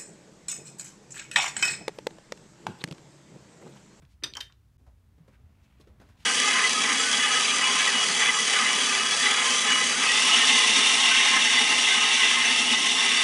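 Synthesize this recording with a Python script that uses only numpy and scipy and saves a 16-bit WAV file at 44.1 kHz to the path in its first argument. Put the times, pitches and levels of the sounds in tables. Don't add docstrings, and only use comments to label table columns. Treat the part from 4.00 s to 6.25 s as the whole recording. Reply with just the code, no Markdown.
import sys
import numpy as np
from scipy import signal
from scipy.fft import irfft
from scipy.io import wavfile
from scipy.ndimage import uniform_filter1d

SR = 44100
rng = np.random.default_rng(int(sys.argv[2]) if len(sys.argv) > 2 else 0)


def inscribe(sig):
    pcm = np.round(np.clip(np.atleast_2d(sig).T, -1, 1) * 32767)
    wavfile.write(sys.argv[1], SR, pcm.astype(np.int16))


N = 99225

SKIRT_TOP_HZ = 12000


def undb(db):
    return 10 ** (np.asarray(db) / 20)


def since(start):
    return np.maximum(np.arange(N) / SR - start, 0)


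def fade(t, attack, t60):
    return (1 - np.exp(-t / attack)) * np.exp(-np.log(1000) * t / t60)


def noise(gain):
    hz = np.maximum(np.fft.rfftfreq(N, 1 / SR), 1)
    random_phase = np.exp(2j * np.pi * rng.random(len(hz)))
    x = irfft(gain(hz) * random_phase, N)
    return x / x.std()


def band(hz, octaves, skirt_db):
    def spectrum(f):
        hump = np.exp(-.5 * (np.log2(f / hz) / octaves) ** 2)
        low_side = f / (f + hz / 10)
        high_side = 1 / np.hypot(1, f / hz / 2) / np.hypot(1, (f / SKIRT_TOP_HZ) ** 2)
        return hump + undb(skirt_db) * low_side * high_side
    return noise(spectrum)


# f/Hz, relative level/dB
AIR_SPECTRUM = [(20, -34), (40, -13.5), (65, -0.5), (90, -4), (125, -9), (180, -19.5), (300, -26),
                (500, -37), (1000, -38), (3000, -43), (6000, -46), (15000, -50.5)]
AIR_DB, HUM_HZ, HUM_DB = -60, 58.3, -64.5


def background():
    hz, db = np.array(AIR_SPECTRUM).T
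    air = noise(lambda f: undb(np.interp(np.log(f), np.log(hz), db)))
    hum = np.sqrt(2) * np.sin(2 * np.pi * HUM_HZ * since(0))
    return undb(AIR_DB) * air + undb(HUM_DB) * hum


ROOM_T60_S, ROOM_DB, ROOM_DELAY_S, ROOM_TOP_HZ = 0.2, -13, 0.0051, 6750
LOW_ROOM_HZ, LOW_ROOM_DB, LOW_ROOM_T60_S = 350, -26.5, 0.16


def room(x):
    t = since(ROOM_DELAY_S)
    bright = noise(lambda f: 1 / np.hypot(1, f / ROOM_TOP_HZ)) * fade(t, 0.0028, ROOM_T60_S)
    low = band(LOW_ROOM_HZ, octaves=0.63, skirt_db=-53) * fade(t, .01, LOW_ROOM_T60_S)
    tail = undb(ROOM_DB) * bright / np.linalg.norm(bright)
    tail = tail + undb(LOW_ROOM_DB) * low / np.linalg.norm(low)
    return x + signal.fftconvolve(x, tail)[:N]


# t/s, level/dB, f/Hz
FLOOR_BOOMS = [(0.029, -51, 135), (0.235, -48, 125.9), (0.875, -52, 69.9), (1.202, -48.5, 160),
               (1.437, -44.5, 79.3), (1.895, -51, 79), (1.979, -52.5, 109.4), (2.091, -50, 96)]
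BOOM_T60_S, BOOM_ATTACK_S = 0.13, 0.0047


def booms():
    out = np.zeros(N)
    for start, db, hz in FLOOR_BOOMS:
        t = since(start)
        out += undb(db) * fade(t, BOOM_ATTACK_S, BOOM_T60_S) * 2 * np.sin(2 * np.pi * hz * t)
    return out


# middle t/s, half length/s, level/dB, centre f/Hz, width/octaves
CLOTH_SWISHES = [(0.118, 0.02, -72.5, 3020, 1), (1.337, 0.016, -68, 1830, 0.47),
                 (1.642, 0.012, -73, 3540, .8), (1.708, 0.12, -75, 2360, 0.35),
                 (1.815, 0.0073, -66, 3400, 0.91), (2.084, 0.052, -72.5, 2196, 1),
                 (2.221, 0.029, -63.5, 2650, 0.92)]
# t/s, level/dB
RUSTLE_LEVEL = [(0, -80.5), (.3, -84), (.6, -86), (1.05, -82.5), (1.25, -75), (1.5, -74.5), (1.8, -75.5),
                (2.25, -70)]
RUSTLE_HZ = 500
SHUFFLE_HZ, SHUFFLE_DB = 180, 4.5
SWISH_SKIRT_DB, SWISH_GRAIN_DB = -9, 1.5


def clothes():
    t = since(0)
    grain = undb(SWISH_GRAIN_DB * noise(lambda f: 1 / (1 + (f / 150) ** 2)))
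    swish = np.zeros(N)
    for middle, half, db, hz, octaves in CLOTH_SWISHES:
        swell = np.exp(-.5 * ((t - middle) / half) ** 2)
        swish += undb(db) * swell * band(hz, octaves, SWISH_SKIRT_DB)
    rustle = band(RUSTLE_HZ, octaves=1.47, skirt_db=-30.5)
    shuffle = undb(SHUFFLE_DB) * band(SHUFFLE_HZ, octaves=0.47, skirt_db=-51.5)
    level = undb(np.interp(t, *np.array(RUSTLE_LEVEL).T))
    return grain * (swish + level * (rustle + shuffle))


# t/s, level/dB, centre f/Hz, t60/s, scuff level/dB
FLOOR_KNOCKS = [(0.02, -49, 255, 0.056, -65), (0.791, -66, 283, 0.28, -81), (0.864, -59.5, 500, 0.18, -70),
                (1.179, -54.5, 170, 0.093, -82), (1.279, -50.5, 290, 0.087, -69.5),
                (1.798, -48.5, 265, 0.076, -66), (1.87, -54, 350, 0.16, -69.5),
                (1.998, -51.5, 217.4, 0.18, -62.5), (2.013, -50.5, 650, 0.064, -63),
                (2.088, -52.5, 211, 0.066, -62.5)]
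KNOCK_OCTAVES, KNOCK_SKIRT_DB, SCUFF_HZ, SCUFF_T60_S = 0.61, -11.5, 1510, 0.17


def knocks():
    out = np.zeros(N)
    for start, db, hz, t60, scuff_db in FLOOR_KNOCKS:
        t = since(start)
        out += undb(db) * fade(t, 0.0027, t60) * band(hz, KNOCK_OCTAVES, KNOCK_SKIRT_DB)
        scuff = band(SCUFF_HZ, octaves=0.39, skirt_db=-5.5)
        out += undb(scuff_db) * fade(t, 0.0011, SCUFF_T60_S) * scuff
    return out


# t/s, level/dB, centre f/Hz
DRY_TICKS = [(0.023, -66, 2550), (0.051, -56, 3280), (0.3368, -34, 3370), (0.369, -30, 5370),
             (0.3705, -36.5, 1660), (0.3722, -41, 5470), (0.3757, -37.5, 1296), (0.3801, -38.5, 1270),
             (0.405, -38.5, 4840), (0.4117, -41.5, 3000), (0.5236, -51, 3700), (1.277, -68, 6510),
             (1.2786, -59.5, 1500), (1.813, -58.5, 4000), (1.8723, -64, 3495), (1.873, -56, 1253),
             (2.002, -62.5, 4010)]
TICK_T60_S = .014
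TICK_OCTAVES, TICK_SKIRT_DB, CLICK_DB = .45, -24, 3


def ticks():
    out = np.zeros(N)
    for start, db, hz in DRY_TICKS:
        t = since(start)
        click_envelope = 2 * (1 - np.exp(-2 * hz * t)) * np.exp(-hz * t)
        click = click_envelope * np.sin(2 * np.pi * hz * t)
        spray = fade(t, .0002, TICK_T60_S) * band(hz, TICK_OCTAVES, TICK_SKIRT_DB)
        out += undb(db) * (undb(CLICK_DB) * click + spray)
    return out


# t/s, level/dB, centre f/Hz, t60/s
SETTLING_BUMPS = [(0.2241, -48, 300, 0.25), (0.2232, -53, 1720, 0.16), (0.2374, -44, 326, 0.098),
                  (0.2357, -40.5, 1110, 0.12), (.327, -46, 143, 0.046), (0.355, -45, 1590, 0.13),
                  (0.354, -58, 347, 0.38), (0.369, -44, 1130, 0.11), (0.409, -52.5, 629, 0.037),
                  (0.409, -51.5, 1866, 0.1), (0.497, -61.5, 1300, 0.12)]
BUMP_OCTAVES, BUMP_SKIRT_DB = 0.56, -37


def bumps():
    out = np.zeros(N)
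    for start, db, hz, t60 in SETTLING_BUMPS:
        out += undb(db) * fade(since(start), 0.0007, t60) * band(hz, BUMP_OCTAVES, BUMP_SKIRT_DB)
    return out


RING_ATTACK_S = 0.0003
SHIMMER_DB, SHIMMER_TILT_DB, SHIMMER_T60_S = -21, -6, .2


def shimmer(t):
    hz = rng.uniform(1500, 15500, size=160)
    gain = undb(SHIMMER_TILT_DB * np.log2(hz / hz.min()))
    partials = np.sin(2 * np.pi * (hz[:, None] * t + rng.random((len(hz), 1))))
    return gain @ partials / np.linalg.norm(gain) * fade(t, RING_ATTACK_S, SHIMMER_T60_S)


WAVERS_PER_S, WAVERS_PER_HZ = 55, 0.007


def wavering(t, hz, steady):
    steps = np.arange(400)
    rate = WAVERS_PER_S + WAVERS_PER_HZ * hz
    random_values = rng.standard_normal(len(steps)) + 1j * rng.standard_normal(len(steps))
    waver = np.interp(t * rate, steps, random_values)
    return np.sqrt(steady) + np.sqrt(1 - steady) * waver


# t/s, part struck, ring level/dB, choke time/s, free ring level/dB re the ring,
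# crack level/dB, crack centre f/Hz, crack width/octaves, crack t60/s
IRON_CLINKS = [(0.236, "outer plate", -27.5, .012, -27.5, -29.5, 2900, .7, 0.072),
               (0.352, "bar", -38, 0.007, -7, -35.5, 7300, 0.2, 0.0083),
               (.3692, "bar", -31, 0.011, -10, -33, 6000, 0.24, 0.022),
               (0.4054, "inner plate", -35, 0.007, -32, -36.5, 4700, 0.4, 0.04),
               (.4083, "inner plate", -29, .0048, -19.5, -41, 2000, 0.37, 0.045)]
PART_MODE_HZ = { "outer plate": [1640, 1785, 2085, 2917, 3150, 3500, 3698, 3745, 4626, 4935, 5098, 5972,
                8300, 8460, 9545, 10700, 11220, 11500, 11750], "inner plate": [1620, 1786, 2309, 3040, 3140,
                3214, 3395, 3620, 3690, 3760, 4786, 4861, 5290, 5950, 8470, 9534, 11300, 11560, 12350,
                14680], "bar": [1680, 3125, 3178, 4735, 4790, 5973, 12350, 14650]}
PART_MODE_DB = { "outer plate": [-20, -12, -16, -14, -6, -7, 1, -5, -7, -4, -9, -2.5, -12, -18, -32, -25,
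                -22, -26, -28], "inner plate": [-13, -10, -14, -13, 0, -6, -9, -1, -3, -10, -12, -17, -14,
                -11, -17, -23, -23, -22, -30, -27], "bar": [-17, 0, -8, -19, -21, -21, -37, -34]}
FREE_RING_T60_S = {"outer plate": .26, "inner plate": .19, "bar": .22}
STEADY_RING_SHARE = {"outer plate": .25, "inner plate": .55, "bar": .9}
CRACK_ATTACK_S, CRACK_SKIRT_DB = 0.00018, -26.5
CHOKE_CURVE = 2.8
BAR_PINCH_S, BAR_PINCH_DECAY_S = 0.365, 0.033
PHASE_SCATTER = .4
CHATTER_DB, CHATTER_HZ = 1.5, 300


def clinks():
    out = np.zeros(N)
    t = np.arange(SR // 2) / SR
    for (start, part, ring_db, choke, free_db,
         crack_db, crack_hz, crack_octaves, crack_t60) in IRON_CLINKS:
        ring = undb(SHIMMER_DB) * shimmer(t)
        choked = (1 - np.exp(-t / RING_ATTACK_S)) * np.exp(-(t / choke) ** CHOKE_CURVE)
        for hz, db in zip(PART_MODE_HZ[part], PART_MODE_DB[part]):
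            free = fade(t, choke, FREE_RING_T60_S[part]) * wavering(t, hz, STEADY_RING_SHARE[part])
            envelope = choked + undb(free_db) * free
            tone = np.exp(2j * np.pi * (hz * t + PHASE_SCATTER * rng.random()))
            ring = ring + undb(db) * np.imag(envelope * tone)
        if part == "bar":
            ring = ring * np.exp(-np.maximum(start + t - BAR_PINCH_S, 0) / BAR_PINCH_DECAY_S)
        flicker = noise(lambda f: f / (f + CHATTER_HZ) / (1 + (f / CHATTER_HZ) ** 2))[:len(t)]
        chatter = undb(CHATTER_DB * choked * flicker)
        first = int(start * SR)
        out[first:first + len(t)] += undb(ring_db) * ring * chatter
        crack = band(crack_hz, crack_octaves, CRACK_SKIRT_DB)
        out += undb(crack_db) * fade(since(start), CRACK_ATTACK_S, crack_t60) * crack
    return out


def scene():
    in_room = clothes() + knocks() + ticks() + bumps() + clinks()
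    return (background() + booms() + room(in_room))[None]


DIP_S, DIP_LENGTH_S = .7755, .009
TOP_HZ = 15600


def record(dry):
    outside_dip = abs(since(0) - DIP_S) > DIP_LENGTH_S / 2
    dip = uniform_filter1d(1. * outside_dip, size=90)
    top_cut = signal.ellip(8, .2, 70, TOP_HZ, fs=SR, output="sos")
    return signal.sosfilt(top_cut, dry * dip)


dry = scene()
out = record(dry)
inscribe(out)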